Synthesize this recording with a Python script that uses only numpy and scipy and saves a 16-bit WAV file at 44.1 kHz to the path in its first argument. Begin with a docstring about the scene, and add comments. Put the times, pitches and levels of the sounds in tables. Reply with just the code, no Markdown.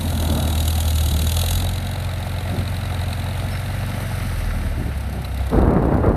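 """An old four-cylinder tractor drones close by, dragging a grader blade along a gravel drive, and throttles down.
A leak spits at every firing, the fan hums, the block and tappets clatter, and gravel hisses under the blade.
The exhaust is harmonics of the firing rate; the rest is mostly shaped noise, swelling with the firings.
Most parts follow the engine's speed, its effort and the distance from the microphone.
Light gusts nudge the microphone, then a hard one buffets it until the gain control ducks."""
import sys
import numpy as np
from scipy import signal
from scipy.fft import rfft, irfft
from scipy.io import wavfile
from scipy.ndimage import uniform_filter1d

SR = 44100
rng = np.random.default_rng(int(sys.argv[2]) if len(sys.argv) > 2 else 0)


def persist_wave(psi):
    """Save psi, clipped to +-1, as 16-bit WAV."""
    counts = np.round(np.clip(psi, -1, 1) * 32767).astype(np.int16)
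    wavfile.write(sys.argv[1], SR, np.atleast_2d(counts).T)


N = 271656
T = np.arange(N) / SR

# Engine speed. Each row: time in seconds, firings a second.
FIRING_RATE = [(0.0, 42.976), (0.232, 40.148), (0.517, 39.234), (0.79, 40.114), (1.163, 37.485),
               (1.445, 43.111), (1.928, 45.606), (2.125, 44.099), (2.829, 44.863), (3.108, 43.212),
               (3.226, 44.543), (3.858, 47.137), (4.194, 44.97), (4.779, 35.223), (5.306, 31.656),
               (5.608, 33.912), (6.16, 33.757)]
# How hard the engine pulls: it labours, eases, is throttled down and picks up again.
# Each row: time in seconds, effort from 0 to 1.
ENGINE_EFFORT = [(0, 0.78), (.3, 0.94), (1.05, 1), (1.22, 0.99), (1.5, 1.0), (1.75, 0.7), (2.1, 0.5),
                 (2.8, 0.46), (3.15, 0.5), (3.7, 0.38), (4.0, 0.28), (4.4, 0.23), (4.85, 0.08),
                 (5.15, 0.18), (5.4, 0.44), (6.16, 0.34)]
# Colour of sliding gravel. 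Each row: frequency in Hz, relative level in dB.
GRAVEL_COLOUR = [(1500, -6), (3000, 10), (4200, 10.5), (5000, 1.5), (6000, 11), (7000, 3.5), (8400, 13.5),
                 (10300, 13.5), (13600, 10)]

# The drive past the microphone: moment of closest approach, ground speed, closest distance
PASS_S, GROUND_M_PER_S, CLOSEST_M = 4.74, 1.57, 5.54
CRUISE_RATE = 40  # firings a second


def gain_of(db):
    """Decibels to amplitude."""
    return 10 ** (np.asarray(db) / 20)


def evened(x):
    """Scales to rms 1."""
    return x / np.sqrt(np.mean(x ** 2) + 1e-20)


def curve(rows):
    """The second column of a time table, interpolated sample by sample."""
    s, values = np.transpose(rows)
    return np.interp(T, s, values)


def coloured(x, spectrum):
    """Passes x through a causal, minimum-phase filter with the given spectrum; rms 1."""
    size = 16384
    hz, db = np.transpose(spectrum)
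    bin_hz = abs(np.fft.fftfreq(size, 1 / SR))
    log_gain = np.log(gain_of(np.interp(np.log(bin_hz + 1), np.log(hz), db)))
    response = np.exp(np.conj(signal.hilbert(log_gain)))
    impulse = np.fft.ifft(response).real[:size // 2]
    return evened(signal.oaconvolve(x, impulse)[:N])


def noise():
    """White noise."""
    return rng.standard_normal(N)


def waver(hz):
    """Chance fluctuation up to about the given rate; rms 1."""
    lowpass = 1 / (1 + (np.fft.rfftfreq(N, 1 / SR) / hz) ** 4)
    return evened(irfft(rfft(noise()) * lowpass, N))


def per_firing(firings):
    """One random number, held through each firing."""
    return rng.standard_normal(int(firings[-1]) + 2)[np.round(firings).astype(int)]


def extra_db(firings, rows):
    """Decibels added throughout the single firing nearest each listed time."""
    index = np.round(firings)
    return sum(db * (index == np.round(np.interp(s, T, firings))) for s, db in rows)


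def stroke(firings, at, rise, fall):
    """A swell once a firing: peak place, rise and fall in parts of a firing."""
    u = (firings - at + .5) % 1 - .5
    return np.exp(-np.where(u < 0, (u / rise) ** 2, (abs(u) / fall) ** 1.43))


def knocks(firings, places, spread_db, fade):
    """Short rattles of uneven size at set places in every firing, decaying with time constant fade in seconds."""
    clicks = sum(np.diff(np.floor(firings - at), prepend=np.floor(firings[0] - at)) for at in places)
    sizes = gain_of(spread_db * np.clip(noise(), -2, 2))
    envelope = signal.lfilter([1], [1, -np.exp(-1 / (fade * SR))], clicks * sizes)
    return evened(envelope * noise())


def level(law):
    """A part's level in dB: it follows effort and engine speed, and falls with distance."""
    # dB at half effort, cruising and closest; dB more from no effort to full; dB more per octave of speed
    db, effort_db, octave_db = law
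    effort, rate = curve(ENGINE_EFFORT), curve(FIRING_RATE)
    distance = np.hypot(CLOSEST_M, GROUND_M_PER_S * (T - PASS_S))
    from_engine = effort_db * (effort - .5) + octave_db * np.log2(rate / CRUISE_RATE)
    return db + from_engine + 20 * np.log10(CLOSEST_M / distance)


def exhaust(firings):
    """Harmonics of the firing rate, the second booming in the muffler, over a rumble of uneven combustion."""
    # Columns as level() lists them, each law a single row.
    drone_law = (-21.5, 13.1, 0)
    third_law = (-33, 7.5, -7.5)
    # Deepest note, at the firing rate. Each row: time in seconds, level in dB.
    deep_note = [(0, -37), (1.3, -32.5), (1.57, -23.5), (2.0, -36), (4.1, -34), (4.42, -23.5),
                 (4.75, -26.5), (5.05, -52), (6.16, -48)]
    # Weak lines from unequal cylinders. Each row: multiple of the firing rate, level in dB.
    side_orders = [(1.25, -47), (1.75, -45), (3.5, -47), (4, -42), (4.5, -49), (5, -47)]
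    # Low rumble. Each row: frequency in Hz, relative level in dB.
    rumble_colour = [(25, -33), (45, 9.5), (70, 10.5), (110, 1.5), (160, 2.5), (230, 5), (290, -2),
                     (420, -14), (600, -34.5)]
    muffler_hz, muffler_width_hz = 72.4, 31.4  # the boom that the second harmonic slides through

    off_boom = (2 * curve(FIRING_RATE) - muffler_hz) / (muffler_width_hz / 2)
    second_db = level(drone_law) - 10 * np.log10(1 + off_boom ** 2)
    angle = 2 * np.pi * firings
    note = gain_of(curve(deep_note)) * np.cos(angle)
    note -= gain_of(second_db) * np.cos(2 * angle)
    note -= gain_of(level(third_law)) * np.cos(3 * angle)
    lope = sum(gain_of(db) * np.cos(k * angle + 2 * np.pi * rng.random()) for k, db in side_orders)
    rumble = coloured(noise() * (1 + 0.83 * np.cos(angle - 1.4)), rumble_colour)
    return np.sqrt(2) * (note * (1 + 0.14 * waver(24)) + lope) + gain_of(-34.0) * rumble


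def leak(firings):
    """Each firing forces a jet through a gap and rings the pipe; the harder the jet, the brighter it hisses."""
    # Columns as level() lists them.
    leak_law = (-37.5, 34.7, 8.8)
    # Strength of each cylinder's jet in turn, in dB.
    cylinder_db = [-0.86, 0.2, -1.5, -1.03]
    # Extra hard firings. Each row: time in seconds, dB more.
    hard_firings = [(.683, 4.5), (.957, 3), (1.06, 3), (1.37, 2)]
    # The gap's low ring and its high hiss. Each row: frequency in Hz, relative level in dB.
    ring_colour = [(900, -61), (1300, -5.5), (2200, -30), (2600, -11), (3250, -4.5), (3480, 1.5),
                   (3620, -11), (3830, 3), (4250, -7.5), (4800, -8.5), (5300, -39), (8000, -55.5)]
    hiss_colour = [(3000, -37), (5000, -2), (5900, 1.5), (6550, 10.5), (6850, 13.5), (7100, 6), (7600, 3.5),
                   (8300, 6), (9200, 4), (10300, 6), (11200, 8.5), (11550, 5), (12200, 3.5), (13600, 4)]
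    # Narrow ringing of pipe and manifold. Each row: frequency in Hz, width in Hz, relative level in dB.
    pipe_modes = [(2790, 90, -23), (2930, 80, -23), (3481, 20, -19), (3812, 50, -14), (4260, 80, -21),
                  (6570, 40, -19), (7105, 70, -17), (8152, 30, -24), (10180, 70, -24), (11530, 70, -19),
                  (11660, 90, -21), (13175, 90, -22)]

    firing = np.round(firings).astype(int)
    force_db = level(leak_law) + np.take(cylinder_db, firing, mode="wrap")
    force_db = force_db + 1.3 * per_firing(firings) + extra_db(firings, hard_firings)
    bright = gain_of(0.21 * (force_db + 22))
    sputter = gain_of(2.3 * waver(1200))
    puff = stroke(firings, at=-.05, rise=.12, fall=.14)
    spit = stroke(firings, at=0.0, rise=0.18, fall=0.052)
    ring = coloured(noise() * sputter, ring_colour) * (0.16 + puff)
    hiss = coloured(noise() * sputter, hiss_colour) * (.15 + spit)
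    jet, pipe = noise() * puff, np.zeros(N)
    for hz, width, db in pipe_modes:
        mode = evened(signal.lfilter(*signal.iirpeak(hz, hz / width, fs=SR), jet))
        pipe += gain_of(db - 4) * mode * (bright if hz > 5000 else 1)
    return gain_of(force_db) * (gain_of(-5.0) * ring + gain_of(-1.0) * bright * hiss + pipe)


def machinery(firings):
    """Pistons knock in the block and the valve gear ticks, over a churning that swells at each firing."""
    # Columns as level() lists them, each law a single row.
    block_law = (-36.5, 6.9, 3.6)
    valve_law = (-39, -0.027, 8.6)
    # Block and valve gear. Each row: frequency in Hz, relative level in dB.
    block_colour = [(250, -18), (420, -8), (540, -0.5), (700, 1.5), (790, -2), (865, -0.5), (965, -10.5),
                    (1200, -12.5), (2000, -34.5)]
    valve_colour = [(700, -19.5), (1130, -4), (1330, 3), (1650, .5), (2100, 0.5), (2500, -4.5),
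                    (2850, -4.5), (3300, -11.5), (3800, -7), (4800, -14), (7000, -25.5), (13000, -37)]

    pistons = knocks(firings, [-.28, .03], spread_db=6.5, fade=0.0032)
    ticks = knocks(firings, [-.08, .08, .55], spread_db=9, fade=0.0055)
    chug = evened(noise() * gain_of(1.04 * per_firing(firings)))
    whirr = evened(noise() * (1 + 0.24 * stroke(firings, at=0.062, rise=0.42, fall=0.66)))
    block = gain_of(level(block_law)) * coloured(.7 * pistons + chug, block_colour)
    valves = gain_of(level(valve_law)) * coloured(0.44 * ticks + whirr, valve_colour)
    return block + valves


def tappets(firings):
    """Under load the tappets clack, the loose one loudest; at low speed two cylinders also tick drily."""
    # Columns as level() lists them.
    tappet_law = (-29, 8.6, 10.6)
    # Strength of each cylinder's tappet in dB: the second is loose.
    tappet_cylinder_db = [-5, -2.5, -13, -8.5]
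    # Extra hard blows. Each row: time in seconds, dB more.
    hard_taps = [(2.676, 5.5), (3.128, 7)]
    # Clack and dry tick. Each row: frequency in Hz, relative level in dB.
    clack_colour = [(1500, -20.5), (2500, -1.5), (2900, -8), (3300, -20), (3700, 5), (4150, 1.5),
                    (4600, -10), (5500, -28), (7500, -16), (8600, -10.5), (11500, -22), (13600, -20)]
    tick_colour = [(2500, -23), (4200, 1), (6000, -4), (8500, -2), (12000, 0), (13600, -1)]
    slack_effort, slack_db = .5, 52  # quieter below this effort, by so many dB per unit of effort
    tick_db = -36.5
    tick_below_rate, tick_span_rate = 34.6, 0.67  # firings a second: where ticks start, span of their fade-in

    slack = np.maximum(slack_effort - curve(ENGINE_EFFORT), 0)
    clack_db = level(tappet_law) - slack_db * slack
    clack_db = clack_db + 1.6 * per_firing(firings) + extra_db(firings, hard_taps)
    cylinder = np.round(firings).astype(int) % 4
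    clack = coloured(noise(), clack_colour) * stroke(firings, at=-0.051, rise=0.04, fall=0.2)
    clack = clack * gain_of(tappet_cylinder_db)[cylinder]
    slow = np.clip((tick_below_rate - curve(FIRING_RATE)) / tick_span_rate, 0, 1)
    tick = coloured(noise(), tick_colour) * stroke(firings, at=-0.03, rise=0.033, fall=0.13)
    return gain_of(clack_db) * clack + gain_of(tick_db) * slow * tick * (cylinder < 2)


def fan(firings):
    """The belt-driven fan hums out of step with the firings and beats against them."""
    # Columns as level() lists them.
    fan_law = (-34.5, -5.5, 15.5)
    angle = 2 * np.pi * (2.555 * firings + 0.024 * waver(3.8))  # fan hum cycles per firing, with slight drift
    hum = np.cos(angle) + gain_of(-18.5) * np.cos(2 * angle) + gain_of(-23) * np.cos(3 * angle)
    return np.sqrt(2) * gain_of(level(fan_law)) * hum


def bounce(x):
    """Hood, loader arms and ground add faint early echoes that ripple the spectrum."""
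    echoes = np.zeros(SR // 40)
    places = rng.integers(SR // 250, len(echoes), 14)  # 4 to 25 ms late
    echoes[places] = rng.choice([-1., 1.], 14) * np.exp(-places / SR / 0.0037)
    return x + gain_of(-15) * signal.oaconvolve(x, echoes / np.linalg.norm(echoes))[:N]


def gravel():
    """Countless small stones slide under the blade, a few of them snapping; louder where the blade bites."""
    # Columns as level() lists them.
    gravel_law = (-46, -0.69, 10.2)
    # The blade bites deeper. Each row: start in seconds, end in seconds, dB more.
    bites = [(0, 1.4, 12), (4.2, 4.33, 3.5)]
    ease_s = 0.35  # each bite eases in before its start and out after its end

    bite_db = 0
    for start, end, db in bites:
        inside_s = np.minimum(T - start, end - T)
        bite_db = bite_db + db * np.clip(1 + inside_s / ease_s, 0, 1)
    snap_size = gain_of(5 * np.minimum(rng.exponential(1, N), 4))
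    snaps = noise() * (rng.random(N) < 900 / SR) * snap_size  # about 900 a second
    stones = coloured(noise() + 0.17 * evened(snaps), GRAVEL_COLOUR)
    return gain_of(level(gravel_law) + bite_db + 1.4 * waver(35)) * stones


def spill():
    """Coarse grit tumbles off the near end of the blade: lumpy noise in one swell as the tractor comes close."""
    # Each row: frequency in Hz, relative level in dB.
    grit_colour = [(800, -16), (1200, 4), (1600, 0), (2100, 4), (3000, -16), (4500, -6), (5400, -7),
                   (6200, -7), (7200, -25)]
    middle_s, half_s, spill_db = 4.26, 0.3, -42.5
    swell = np.exp(-.5 * ((T - middle_s) / half_s) ** 2)
    return gain_of(spill_db) * swell * coloured(noise() * gain_of(4 * waver(220)), grit_colour)


def clinks():
    """A stone or a loose link strikes iron: a dry crack and one ringing mode."""
    # Each row: time in seconds, level in dB, ring in Hz, decay by 60 dB in seconds, share of dry crack 0 to 1.
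    strikes = [(3.517, -39, 5340, .3, .05), (3.864, -27, 11500, .012, .6),
               (5.247, -25.5, 4010, 0.037, 0.15)]
    crack_s = .0025  # time constant of the crack's decay
    out = np.zeros(N)
    for s, db, hz, t60, crack in strikes:
        t = np.maximum(T - s, 0)
        ring = np.sin(2 * np.pi * hz * t) * gain_of(-60 * t / t60)
        snap = coloured(noise(), GRAVEL_COLOUR) * np.exp(-t / crack_s) * (t > 0)
        out += gain_of(db) * ((1 - crack) * ring + crack * snap)
    return out


def wind():
    """Eddies slap the microphone port; the hard gust is lumpier and reaches higher."""
    # Light gusts. Each row: middle in seconds, half length in seconds, level in dB,
    # level of the finer eddies against the large ones in dB.
    gusts = [(0.12, 0.18, -30, -0.5), (0.366, 0.09, -30, 1), (0.554, 0.069, -41.5, 3.5),
             (.72, 0.2, -38.5, 4), (1.144, 0.093, -27.5, -14.5), (1.234, 0.017, -30, -30),
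             (1.632, .04, -28.5, -7.5), (2.536, 0.018, -26, -23), (2.58, 0.034, -26.5, -5),
             (4.65, 0.027, -26.5, -12), (4.797, .027, -23.5, -14), (4.876, 0.018, -23, -13),
             (5.203, 0.054, -28.5, -15)]
    # Large eddies, finer eddies and the hard gust. Each row: frequency in Hz, relative level in dB.
    large_colour = [(22, -17), (45, -0.5), (110, 3.5), (170, -0.5), (260, -7.5), (400, -12), (700, -43),
                    (1500, -37), (3000, -50)]
    fine_colour = [(60, -13), (150, -7), (230, 9), (300, 0), (420, -12), (600, -3), (880, -6.5),
                   (1080, -18.5), (1400, -13), (3000, -80)]
    hard_colour = [(20, -26), (45, 2), (65, 3), (130, -2), (230, -4), (400, -8), (600, -11.5), (900, -18),
                   (1300, -23), (1900, -34), (2800, -47), (5000, -92)]
    # The long hard gust. Each row: time in seconds, level in dB.
    hard_gust = [(5.5, -37), (5.53, -13.5), (5.64, -10), (5.73, -5), (5.88, -9.5), (5.93, -7), (6.0, -10.5),
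                 (6.06, -4.5), (6.16, -12.5)]

    large = coloured(noise() * gain_of(2.0 * waver(59)), large_colour)
    fine = coloured(noise() * gain_of(2.0 * waver(76)), fine_colour)
    light = np.zeros(N)
    for s, half, db, fine_db in gusts:
        swell = np.exp(-.5 * ((T - s) / half) ** 2)
        light += gain_of(db) * swell * (large + gain_of(fine_db) * fine)
    onset = np.clip((T - 5.45) / 0.056, 0, 1)
    hard = coloured(noise() * gain_of(3.1 * waver(310)), hard_colour)
    return light + gain_of(curve(hard_gust)) * onset * hard


def ducked(x):
    """Gain control: turns everything down gradually while the sound is over a threshold."""
    above_db, share, reaction_s = -17.5, 0.83, 0.073  # threshold, share of the excess taken off, time constant
    power_db = 10 * np.log10(abs(uniform_filter1d(x[0] ** 2, size=SR // 20)) + 1e-12)
    keep = np.exp(-1 / (reaction_s * SR))
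    over_db = signal.lfilter([1 - keep], [1, -keep], np.maximum(power_db - above_db, 0))
    return x * gain_of(-share * over_db)


def scene():
    """A running count of firings paces the engine sounds; stones and wind have their own timing."""
    firings = .526 + np.cumsum(curve(FIRING_RATE)) / SR + .005 * waver(12)  # slightly unsteady
    clatter = bounce(leak(firings) + machinery(firings) + tappets(firings))
    tractor = exhaust(firings) + clatter + fan(firings)
    return (tractor + gravel() + spill() + clinks() + wind())[None]


def record(dry):
    """The microphone port dulls one treble band, gain control ducks, peaks are rounded off, the top is cut."""
    dip_hz, dip_width_hz, dip_depth = 6830, 1830, 0.42  # depth from 0 to 1
    ceiling, edge_hz = .68, 14000
    port = signal.lfilter(*signal.iirpeak(dip_hz, dip_hz / dip_width_hz, fs=SR), dry)
    heard = ducked(dry - dip_depth * port)
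    limited = heard / (1 + (heard / ceiling) ** 6) ** (1 / 6)
    lowpass = signal.firwin(301, edge_hz, window=("kaiser", 9), fs=SR)
    return signal.oaconvolve(limited, lowpass[None], "same")


dry = scene()
out = record(dry)
persist_wave(out)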